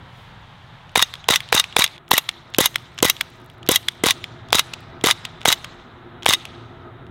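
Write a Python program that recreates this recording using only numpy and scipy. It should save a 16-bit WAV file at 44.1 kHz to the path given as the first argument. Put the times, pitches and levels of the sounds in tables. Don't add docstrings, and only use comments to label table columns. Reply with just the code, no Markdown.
import sys
import numpy as np
from scipy import signal
from scipy.fft import rfft, irfft
from scipy.io import wavfile
from scipy.ndimage import uniform_filter1d

SR = 44100
rng = np.random.default_rng(int(sys.argv[2]) if len(sys.argv) > 2 else 0)


def to_linear_factor(level_db):
    exponent = np.asarray(level_db, float) / 20
    return 10 ** exponent


def transcribe(u):
    v = np.clip(np.atleast_2d(u).T, -1, 1)
    q = np.round(v * 32767).astype(np.int16)
    wavfile.write(sys.argv[1], SR, q)


N = 313110

# f/Hz, level/dB, t60/s
SLIDE_MODES = [(2003, -2.5, 0.033), (2840, -11, 0.078), (3465, -2, 0.036), (3788, 3.5, 0.037),
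               (4920, -5.5, .02), (5570, -4.5, 0.021), (6277, -6, 0.032), (6900, -19, .03),
               (9600, -15, 0.026), (12300, -16.5, 0.022)]
# f/Hz, level/dB
CRACK = [(1000, -4), (1800, -1), (3500, 5.5), (5000, -5), (7000, -12)]
# f/Hz, level/dB
SIZZLE = [(4500, -8), (6500, 2), (9500, 1.5), (13000, -5.5), (16000, -5.5)]
# f/Hz, level/dB
THUD = [(350, -39.5), (700, -6.5), (1130, 6), (1500, -3.5), (2400, -9.5)]
# t/s, crack level/dB, frame thud/dB re crack, extra sizzle/dB, extra ring/dB
HAMMERS = [(0.9543, -17, -25.5, 0, 0), (1.2845, -14.5, -34, 0, 0), (1.5233, -17, -9, 0, 0),
           (1.7633, -18, -4, 0, 0), (2.1104, -13, -16.5, 0, 0), (2.5841, -10, -30, 0, 0),
           (3.0253, -15.5, -14, 0, 0), (3.6887, -9, -6, 0, 0), (4.036, -24, -15, 0, 0),
           (4.5241, -20, -11.5, 0, 0), (5.0381, -20.5, -23.5, 0, 0), (5.4523, -16, -19.5, 0, 0),
           (6.2578, -17, -3.5, 0, 0)]

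GRIPPED_S = 0.021
BARREL_OPEN_S = 0.023
SLIP_S = 0.004


def evened(x):
    return x / np.sqrt(np.mean(x ** 2) + 1e-20)


def read(points, hz):
    f, value = np.transpose(points)
    return np.interp(np.log(hz + 1), np.log(f + 1), value)


def add(mix, s, sound):
    part = mix[round(s * SR):][:len(sound)]
    part += sound[:len(part)]


def noise(points, size, slope_db=12):
    hz = np.fft.rfftfreq(size, 1 / SR) + 1
    octaves_beyond = np.log2(np.maximum(points[0][0] / hz, 1) * np.maximum(hz / points[-1][0], 1))
    gain = to_linear_factor(read(points, hz) - slope_db * octaves_beyond)
    return evened(irfft(rfft(rng.standard_normal(size)) * gain, size))


def burst(points, envelope):
    x = noise(points, size=len(envelope)) * envelope
    return x * np.linalg.norm(envelope) / np.linalg.norm(x)


def resonate(x, hz, width):
    return signal.lfilter(*signal.iirpeak(hz, hz / width, SR), x)


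def ring(modes, t, spread_db):
    hz, db, t60 = np.transpose(modes)[:, :, None]
    detune, phase, level = rng.standard_normal((3, len(modes), 1))
    turns = hz * (1 + 0.022 * detune) * t + 0.23 * phase
    return (to_linear_factor(db + spread_db * level - 60 * t / t60) * np.sin(2 * np.pi * turns)).sum(0)


def blast(t, rise, width):
    u = np.maximum(t - rise, 0) / width
    return np.minimum(t / rise, 1) * (1 - u) * np.exp(-0.55 * u)


def loaded_pop(db, travel, echo_db, hz):
    t = np.arange(1400) / SR
    u = np.minimum(t / travel, 1)
    after = np.maximum(t - travel, 0)
    low = np.cos(2 * np.pi * hz * 1.04 * (t - travel + 0.0016))
    low = low * (1 - 0.7 * u ** 4) * to_linear_factor(-60 * after / 0.004)
    orders = 0
    for k, order_db in ((2.03, -5), (2.85, -2.5), (4.15, -4.5)):
        orders = orders + to_linear_factor(order_db) * np.cos(2 * np.pi * k * hz * (t - travel + 0.0001))
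    high = orders * (0.25 + 0.8 * u ** 2) * to_linear_factor(-60 * after / 0.005)
    snap = burst(SIZZLE, (t > travel) * to_linear_factor(-3.5 - 60 * after / 0.0025))
    leak = burst(CRACK, to_linear_factor(-2) * np.exp(-((t - travel + 0.0002) / 0.00096) ** 2))
    start = np.minimum(t / 0.0007, 1) ** 2
    echoes = 0
    for k in range(5):
        lag = after - 0.0024 - 0.00205 * k
        echoes = echoes + to_linear_factor(echo_db - 6.5 * k) * np.exp(-(lag / 0.00007) ** 2)
    barrel = to_linear_factor(echo_db - 10 - 60 * after / 0.03) * np.sin(2 * np.pi * 490 * after)
    barrel = barrel / (1 + (after / BARREL_OPEN_S) ** 8)
    return to_linear_factor(db) * (start * (low + high) + snap + leak) + echoes + barrel


def empty_pop(db, hiss_db, hz, muzzle_db):
    t = np.arange(2048) / SR
    late, later = np.maximum(t - 0.0024, 0), np.maximum(t - 0.0032, 0)
    slug = blast(t, rise=0.0001, width=0.0008) * (late == 0)
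    rebound = to_linear_factor(-13.5 - 60 * late / 0.011) * np.sin(2 * np.pi * 340 * late)
    echo = to_linear_factor(-5.0 - 60 * later / 0.0079) * np.sin(2 * np.pi * 3150 * later)
    muzzle = to_linear_factor(muzzle_db - 60 * t / 0.03) * (1 - np.exp(-t / 0.001)) * np.sin(2 * np.pi * 2050 * t)
    jet = evened(resonate(rng.standard_normal(len(t)), 6900, 2200))
    jet = jet * np.exp(-((t - 0.0012) / 0.00065) ** 2)
    pipe = 0
    for k in range(1, 6):
        pipe = pipe + to_linear_factor(-4.5 - 7.6 * k - 60 * t / 0.072) * np.cos(2 * np.pi * k * hz * (t - 0.0033))
    pipe = pipe * (late > 0) / (1 + (t / BARREL_OPEN_S) ** 8)
    return to_linear_factor(db) * (slug + rebound + echo + muzzle + pipe) + to_linear_factor(hiss_db) * jet


def pops():
    # muzzle exit t/s, pop level/dB, barrel travel/s, barrel echo level/dB, barrel f/Hz
    loaded = [
        (0.9592, -3.5, 0.0025, -8, 850),
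        (1.289, -1.5, 0.0021, -4.5, 920),
        (1.5278, -1.5, 0.0022, -4.5, 846),
        (1.767, -1, 0.0019, -6.5, 828),
        (2.1171, 0.5, 0.0032, -13, 937),
        (4.5297, 0.5, 0.0019, -13, 784),
        (5.4576, -2.5, 0.0027, -12, 776),
        (6.264, -2.5, 0.0027, -15, 784),
    ]
    # t/s, push level/dB, jet hiss level/dB, barrel f/Hz, muzzle ring level/dB
    empty = [
        (2.5858, 2, -8, 528, -20),
        (3.0276, 2, -0.5, 503, -18),
        (3.6905, 1, -14.5, 503, -16),
        (4.0378, -1.5, -9, 480, -7),
        (5.0402, -1.5, -11, 473, -8),
    ]
    out = np.zeros(N)
    for s, db, travel, echo_db, hz in loaded:
        add(out, s - travel, loaded_pop(db, travel, echo_db, hz))
    for s, *row in empty:
        add(out, s, empty_pop(*row))
    return out


def knock(db, sizzle_db, thud_db, ring_db, t60, air_db):
    # f/Hz, level/dB
    air = [(9000, -10.5), (12500, 0.5), (15500, -11.5)]
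    t = np.arange(4096) / SR
    t60 = np.clip(t60, 0.003, 0.05)
    rise = (1 - np.exp(-t / 0.00022)) / (1 + (t / GRIPPED_S) ** 8)
    heavy = rise * (1 - np.exp(-(t / 0.0005) ** 2))
    linger = to_linear_factor(-13.0 - 22 * t / t60)
    crack = burst(CRACK, heavy * (to_linear_factor(1.0 - 62 * t / t60) + linger))
    fizz = rise * (to_linear_factor(-75 * t / t60) + linger)
    sizzle = burst(SIZZLE, fizz * to_linear_factor(sizzle_db + 0.5))
    sizzle += burst(air, fizz * to_linear_factor(sizzle_db + air_db))
    thud = burst(THUD, heavy * to_linear_factor(thud_db + 4.0 - 45 * t / t60))
    ringing = heavy * to_linear_factor(min(ring_db, 4) - 1.5) * ring(SLIDE_MODES, t, spread_db=1.5)
    return to_linear_factor(db) * (crack + sizzle + thud + ringing)


def knocks():
    # t/s, crack level/dB, frame thud/dB re crack, extra sizzle/dB, extra ring/dB
    unlocks = [(0.971, -16, -6, 4, -3), (1.3009, -15.5, -8, 0, 0), (1.5426, -14.5, -13, 0, 0),
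               (1.784, -15, -18, 0, 0), (2.1308, -14.5, -21, 0, 0), (2.604, -11.5, -6.5, 3, -4),
               (3.0459, -11, -22, 0, 0), (3.7095, -14, -14, -2, -6), (4.0585, -9.5, -20, 0, -8),
               (4.5456, -13, -5, 3, -3), (5.06, -11, -13.5, 3, -4), (5.4751, -14, -4, 4, 0),
               (6.282, -13, -13, 0, -3)]
    rear_stops = [(0.9775, -12, -6, 0, 0), (1.3076, -9.5, -6, 0, 3), (1.551, -12, -11.5, 3, 3),
                  (1.7905, -14, -14.5, 4, -4), (2.1382, -13, -6, 0, 0), (2.6083, -17.5, 1.5, 0, 0),
                  (3.0539, -15.5, -9.5, 0, 0), (3.7193, -13, -24.5, 0, 0), (4.0686, -12, -3, 2, 0),
                  (4.5541, -9, -13, 0, 0), (5.0704, -9.5, -2, 0, 0), (5.4865, -6.5, -23, 0, 0),
                  (6.2888, -14, -27, 3, 0)]
    rebounds = [(0.993, -11.5, -3.5, 3, 0), (1.3212, -14.5, -3, 5, 3), (1.5632, -18, 3, 5, 3),
                (1.7954, -10, -14, 8, 8), (1.8065, -14, -2, 6, 3), (2.1563, -28, -21.5, 0, 0),
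                (2.6412, -22, -3.5, 0, 0), (3.0508, -16.5, -6.5, 0, 0), (3.0608, -15, -32, 0, 0),
                (3.7468, -21, -12, 8, 0), (4.0764, -16, -22, 0, 0), (4.0854, -10.5, -5, 5, 0),
                (4.5503, -14, -17, 5, 0), (5.0853, -16, 2.5, 6, 3), (5.5016, -15.5, 1, 8, 3),
                (6.3068, -12.5, 0, 8, 3), (6.3155, -18, -10, 0, 0), (0.9625, -13, -29, 0, 0),
                (1.0015, -20.5, 2, 0, 3), (1.3368, -8, -13, 0, 0), (1.8202, -6.5, -26, 0, 0),
                (4.047, -18, -9, 0, 0), (5.0493, -14.5, -13, 0, 0), (2.1677, -16, -13, 0, 0)]
    spring_slaps = [(1.332, -23, 8, 0, 0), (1.5763, -9.5, -26.5, 0, 0), (1.8156, -22, 6, 0, 0),
                    (3.0357, -19, -8, 8, -5), (3.725, -19, -24, -2, 0), (5.0935, -23.5, 8, 0, 0),
                    (5.4813, -24, -16, 0, 0), (5.4967, -26, -14.5, 0, 0), (6.296, -10.5, -21, 4, 0),
                    (6.3225, -20, -3, 0, 0), (1.5732, -20, 3, 0, -5), (1.5345, -22, -10, 5, -5),
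                    (4.5362, -22, -12, 2, -5), (6.2708, -23, -10, 5, -5), (4.0806, -20, -10, 3, -3),
                    (5.0804, -21, -6, 8, -5), (5.463, -20, -10, 5, -5), (4.5812, -24, -10, 8, -5),
                    (1.3425, -18, -10, 0, -5), (1.35, -23, -10, 8, -5), (1.0148, -24, -10, 3, -3),
                    (6.3455, -20, -25, -5, 2), (5.5105, -24, -2, 0, -5)]
    chambers = [(1.0173, -16, -15.5, 0, 4), (1.5895, -19, -9.5, -3, 0), (2.1759, -21, -11, -5, 0),
                (2.6534, -21.5, -16, -3, 0), (3.0835, -20, -13, 0, 0), (3.7495, -27, -21.5, 0, 0),
                (4.0992, -15, -8, -4, 0), (4.5844, -14, -3, 0, 0), (5.1023, -14, -3, -3, 0),
                (5.5186, -13, -11, 0, 0), (6.3272, -13, -8, 0, 0)]
    shuts = [(1.0242, -2.5, -20.5, 0, 2), (1.3584, -5, -19.5, 0, 0), (1.5974, -3.5, -28.5, 0, 0),
             (1.8409, -4, -17.5, 0, 0), (2.1794, -3, -11, 0, 0), (2.6579, -5.5, -12, 3, 0),
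             (3.0981, -3, -12, 0, 0), (3.7588, -3.5, -18.5, 0, 0), (4.1074, -5, -24, 0, 0),
             (4.5934, -3.5, -6.5, 0, 0), (5.11, -5, -12, 0, 0), (5.5258, -3.5, -32.5, 0, 0),
             (6.3354, -4.5, -14, 0, 0)]
    far_air_db, near_air_db = -13.5, 3.5
    out = np.zeros(N)

    def strike(rows, sizzle_db, ring_db, t60):
        for s, db, thud_db, bright_db, more_db in rows:
            air_db = near_air_db if 2 < s < 4 else far_air_db
            add(out, s, knock(db, sizzle_db + bright_db, thud_db, ring_db + more_db, t60, air_db))

    strike(HAMMERS, sizzle_db=-0.4, ring_db=-9, t60=0.0078)
    strike(unlocks, sizzle_db=-8.5, ring_db=-0.5, t60=0.012)
    strike(rear_stops, sizzle_db=-3, ring_db=-4.5, t60=0.0091)
    strike(rebounds, sizzle_db=-14, ring_db=-12, t60=0.016)
    strike(spring_slaps, sizzle_db=-14.5, ring_db=-0.22, t60=0.0099)
    strike(chambers, sizzle_db=-6, ring_db=-8, t60=0.016)
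    strike(shuts, sizzle_db=-4.5, ring_db=-5, t60=0.011)
    for s, db, thud_db, *_ in shuts:
        add(out, s - 0.0017, knock(db - 15, -6.5, thud_db, -5.5, 0.0073, far_air_db))
    return out


def slide_travel(puff_db, hiss_db, scrape_db, length, opening):
    t = np.arange(-opening, length + 0.03, 1 / SR)
    size = len(t)
    roughness = evened(uniform_filter1d(rng.standard_normal(size), 30))
    grit = rng.standard_normal(size) * to_linear_factor(2.8 * roughness)
    buzz = sum(to_linear_factor(db) * evened(resonate(grit, hz, 190)) for hz, db, _ in SLIDE_MODES)
    frame = noise(THUD, size=size) + noise(CRACK, size=size)
    rub = to_linear_factor(-3) * evened(buzz) + to_linear_factor(-13) * evened(grit) + to_linear_factor(-9) * frame
    shut, vent = np.maximum(t - length, 0), np.maximum(t, 0)
    pressure = np.minimum((t - t[0]) / 0.0093, 1) * to_linear_factor(-3 * (t < 0))
    pressure = pressure * to_linear_factor(-60 * shut / 0.1) / (1 + (shut / GRIPPED_S) ** 8)
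    hiss = noise(SIZZLE, size=size, slope_db=4.5) * (t > 0) * np.exp(-(vent / 0.0062) ** 3)
    puff = blast(vent, rise=0.00034, width=0.00033)
    return to_linear_factor(scrape_db) * pressure * rub + to_linear_factor(puff_db) * puff + to_linear_factor(hiss_db) * hiss


def slides():
    # t/s, puff level/dB, hiss level/dB, scrape level/dB, slide shut t/s
    cycles = [(0.9747, -7, -18.5, -28.5, 1.025), (1.304, -5, -18.5, -24, 1.359),
              (1.547, -6, -13.5, -23, 1.598), (1.7904, -6, -17, -24.5, 1.841), (2.135, -5, -18, -27, 2.18),
              (2.6082, -4.5, -13, -21.5, 2.659), (3.051, -3.5, -15.5, -25, 3.099),
              (3.7146, -7.5, -12.5, -22.5, 3.759), (4.0637, -5, -16.5, -23, 4.108),
              (4.55, -6.5, -17, -23.5, 4.594), (5.0655, -7, -21.5, -20.5, 5.111),
              (5.4808, -5, -15, -22, 5.526), (6.2888, -6, -16, -25, 6.336)]
    out = np.zeros(N)
    for (s, *levels_db, shut), (struck, *_) in zip(cycles, HAMMERS):
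        add(out, struck, slide_travel(*levels_db, length=shut - s, opening=s - struck))
    return out


def spring_note(length, db, hz):
    t = np.arange(0, length + 0.004, 1 / SR)
    shape = np.clip(np.minimum(t / 0.0018, (t[-1] - t) / 0.005), 0, 1) * to_linear_factor(-90 * t)
    wobble = evened(uniform_filter1d(rng.standard_normal(len(t)), 130))
    return to_linear_factor(db + 2.2 * wobble) * shape * np.sin(2 * np.pi * hz * t + 0.49 * wobble)


def recoil_spring():
    # t/s, length/s, level/dB, f/Hz
    notes_sung = [(1.806, 0.02, -16, 3850), (2.14, 0.011, -16, 1940), (2.1535, .007, -20, 2910),
                  (2.609, 0.023, -20.5, 1973), (3.06, 0.032, -22, 1967), (3.722, 0.025, -22, 3860),
                  (5.111, 0.011, -20.5, 3710), (5.487, .006, -12, 3730), (6.333, 0.0057, -12.5, 2053),
                  (1.555, 0.019, -18.5, 3850), (1.31, .011, -18, 3850), (1.577, .008, -15, 3800),
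                  (4.556, .016, -20, 3800), (6.297, .008, -20, 6300), (6.342, .01, -20, 3750),
                  (1.025, .012, -17, 3750), (2.598, .03, -25, 3700), (1.565, .03, -30, 6300),
                  (4.088, .016, -21, 3800), (5.085, .007, -26, 9500), (4.11, .045, -52, 7000),
                  (4.21, .2, -61, 7000), (2.668, .02, -43, 6300), (3.108, .03, -46, 6300),
                  (.98, .014, -28, 2000), (.988, .018, -22, 3750), (1.026, .022, -35, 6300)]
    out = np.zeros(N)
    for s, *row in notes_sung:
        add(out, s, spring_note(*row))
    return out


def tick(db, sizzle_db, hz=2900, bar_db=3):
    # f/Hz, level/dB, t60/s
    bar_modes = [(1290, -9, 0.0026), (3400, -6, 0.011), (5400, -18.5, 0.0089), (6820, -13.5, 0.0036)]
    t = np.arange(1024) / SR
    after = np.maximum(t - SLIP_S, 0)
    sizzle = burst(SIZZLE, to_linear_factor(sizzle_db - 6.0 - 60 * after / 0.0068) * (t > SLIP_S))
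    crack = burst(CRACK, to_linear_factor(-6.5 - 60 * after / 0.0045) + to_linear_factor(-17.0 - 60 * after / 0.026))
    modes = [(hz, -0.5, 0.005)] + [(f, mode_db + bar_db, t60) for f, mode_db, t60 in bar_modes]
    ringing = ring(modes, after, spread_db=2.2)
    snap = (1 - np.exp(-after / 0.00012)) * (ringing + sizzle + crack)
    slip = to_linear_factor(-15) * (t < SLIP_S) * t / SLIP_S * crack
    return to_linear_factor(db + 5.5) * signal.lfilter(*signal.butter(2, 780, "high", fs=SR), snap + slip)


def trigger():
    # t/s, level/dB, sizzle/dB re tick, lowest mode f/Hz, bar ring/dB re tick
    resets = [(1.1389, -23, -7, 2180, 1), (1.405, -21, -6, 2160, 0), (1.6414, -17, -13, 2570, 0),
              (1.8634, -20, -13, 2420, 0), (2.2906, -9.5, -10, 2280, 0), (2.7584, -10.5, -3, 2100, 2),
              (3.2105, -8, -4, 2340, 0), (3.8851, -9, -4, 1990, 5), (4.2415, -20.5, -15.5, 2350, 0),
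              (4.7369, -15, -14, 2600, 1), (5.252, -13, -15, 2560, 0), (5.6451, -18.5, -11, 2040, 3),
              (6.4533, -23, -6, 2560, 0)]
    # t/s, level/dB
    take_ups = [(0.894, -40.5), (1.2421, -35), (1.4788, -43), (1.4886, -29), (1.501, -40), (1.7119, -43.5),
                (1.7261, -34), (2.0807, -38), (2.108, -23), (2.5388, -29), (2.5469, -19.5), (2.5594, -36.5),
                (2.5648, -30.5), (2.9794, -26), (2.9881, -18), (3.0032, -27), (3.6301, -32.5),
                (3.6646, -28), (3.6751, -30), (4.4866, -35), (4.505, -32.5), (5.0122, -32), (5.4082, -37.5),
                (5.4154, -32.5), (5.4277, -43.5), (5.4317, -35), (6.2242, -35), (6.2318, -28.5),
                (6.2471, -33)]
    # t/s, level/dB
    shifts = [(1.1545, -32), (1.8773, -26), (1.9796, -37), (2.241, -39), (2.3131, -38), (2.7444, -32),
              (2.783, -35.5), (3.1668, -29), (3.4997, -40), (3.8291, -39.5), (6.4238, -46), (7.067, -47.5)]
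    out = np.zeros(N)
    for s, db, sizzle_db, hz, bar_db in resets:
        add(out, s - SLIP_S, tick(db, sizzle_db, hz, bar_db))
        add(out, s - SLIP_S + 0.0045, tick(db - 21.5, sizzle_db=-20))
    for rows, sizzle_db in ((take_ups, -21), (shifts, -15)):
        for s, db in rows:
            add(out, s - SLIP_S, tick(db, sizzle_db))
    return out


def pistol():
    out = pops() + knocks() + slides() + recoil_spring() + trigger()
    return signal.lfilter(*signal.butter(2, 55, "high", fs=SR), out)


def trees(x):
    # f/Hz, t60/s
    far_t60 = [(300, .8), (1500, 1.4), (4000, 1.4), (7000, 1.0), (10000, .55), (15000, .38)]
    # f/Hz, level/dB
    leaves = [(200, -13), (900, -.5), (3800, 1), (5000, .5), (6400, -3), (8000, -1.5), (15000, -2)]
    cut_s = 1.968
    hz, t, z = signal.stft(x, SR, nperseg=256)
    power = uniform_filter1d(abs(z) ** 2, size=3, axis=0)
    lag = t[:400]
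    far = to_linear_factor(-60 * lag / read(far_t60, hz)[:, None]) ** 2
    bushes = to_linear_factor(5 - 60 * lag / 0.2) ** 2
    onset = (1 - np.exp(-lag / 0.018)) * to_linear_factor(read(leaves, hz))[:, None]
    decay = (far + bushes) * onset ** 2
    tail = 0
    for part in (t < cut_s, t >= cut_s):
        tail = tail + part * signal.fftconvolve(power * part, decay, axes=1)[:, :len(t)]
    a, b = rng.standard_normal((len(t), len(hz), 2)).T
    patches = uniform_filter1d(uniform_filter1d(a * b, size=9, axis=0), size=7, axis=1)
    tail = tail * to_linear_factor(2.2 * evened(patches)) ** 2
    return signal.istft(np.sqrt(abs(tail)) * (a + 1j * b), SR, nperseg=256)[1][:N]


def grip():
    # t/s, level/dB
    creaks = [(.174, -62), (.411, -66), (.918, -55), (3.195, -50), (3.232, -50), (3.243, -52), (3.302, -46),
              (3.356, -55), (3.369, -55), (3.401, -53), (3.416, -54), (3.445, -50), (3.461, -45),
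              (3.4995, -46), (3.582, -56), (3.921, -48), (3.95, -54), (4.806, -50), (6.2425, -50),
              (5.022, -54), (2.09, -48), (3.8685, -48), (2.502, -52), (2.735, -52), (2.946, -54)]
    rate_hz, level_db = 45, -62
    t = np.arange(N) / SR
    chance = (rng.random(N) < rate_hz / SR) * (t > 2.7) * (t < 3.55)
    sizes = to_linear_factor(level_db + 3 * rng.standard_normal(N)) * chance
    for s, db in creaks:
        add(sizes, s, to_linear_factor([db]))
    skin = noise([(5000, -8), (9000, -1), (15000, -1)], size=N)
    return skin * signal.lfilter([1], [1, -np.exp(-1 / (0.0012 * SR))], sizes)


def clothes():
    # t/s, level/dB
    rustle_db = [
        (0, -61.5),
        (.2, -59),
        (.4, -60),
        (.9, -61),
        (.95, -61),
    ]
    t = np.arange(N) / SR
    rustle = noise([(3300, 15.0), (5200, -1), (15000, -24)], size=N)
    rustle = rustle * to_linear_factor(np.interp(t, *np.transpose(rustle_db), right=-86) + 5.0)
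    swish = to_linear_factor(-70) * np.exp(-((t - 0.2) / 0.09) ** 2)
    return rustle + noise([(5000, -1), (15000, -4)], size=N) * (swish + to_linear_factor(-81))


def traffic():
    # f/Hz, density/dB per Hz
    wash = [(25, 2.5), (60, -5.5), (170, -3), (330, -28), (520, -16.5), (900, -10.5), (1300, -13),
            (2000, -16.5), (2600, -25), (3800, -22), (5000, -55.5), (8000, -58.5), (16000, -63)]
    # f/Hz, width/Hz, level/dB
    hum = [(95, 8.3, -4), (117, 17, 4)]
    # f/Hz, width/Hz, level/dB
    drone = [(246, 57, 1.5), (345, 14, 1), (647, 45, -4.5), (1240, 70, -3)]
    # t/s, traffic level/dB, hum level/dB, drone level/dB
    course = [(0, -44, -46.5, -70), (.5, -45.5, -48.5, -76.5), (1.9, -45.5, -56, -57.5),
              (1.999, -49.5, -59.5, -50.5), (2.901, -47, -48, -54.5), (3.6, -48, -47.5, -51),
              (4.4, -45, -45, -48.5), (5, -44, -45, -50.5), (5.4, -43.5, -54, -49.5),
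              (5.9, -45, -51, -47.5), (6.8, -47.5, -44.5, -44), (7.1, -47.5, -40, -47)]
    t = np.arange(N) / SR
    s, *levels_db = np.transpose(course)
    rumble = noise([(60, 0), (1500, 0)], size=N, slope_db=30)
    layers = [noise(wash, size=N)]
    for modes in (hum, drone):
        orders = sum(to_linear_factor(db) * evened(resonate(rumble, hz, width)) for hz, width, db in modes)
        layers.append(evened(orders))
    out = np.zeros(N)
    for layer, db, lumpy_db in zip(layers, levels_db, (0.8, 1.5, 2.5)):
        lumps = evened(uniform_filter1d(rng.standard_normal(N), 2500))
        out += layer * to_linear_factor(np.interp(t, s, db) + lumpy_db * lumps)
    return out


def scene():
    gun = pistol()
    return (gun + to_linear_factor(-42.0) * trees(gun) + grip() + clothes() + traffic())[None]


def top_cut(x):
    return signal.sosfilt(signal.butter(12, 16670, fs=SR, output="sos"), x)


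def record(dry):
    x = signal.lfilter(*signal.butter(2, 45, "high", fs=SR), dry)
    clipped = x / (1 + abs(x / 0.86) ** 8) ** (1 / 8)
    limited = signal.oaconvolve(clipped, signal.firwin(191, 16050, fs=SR)[None], "same")
    return top_cut(limited)


dry = scene()
out = record(dry)
transcribe(out)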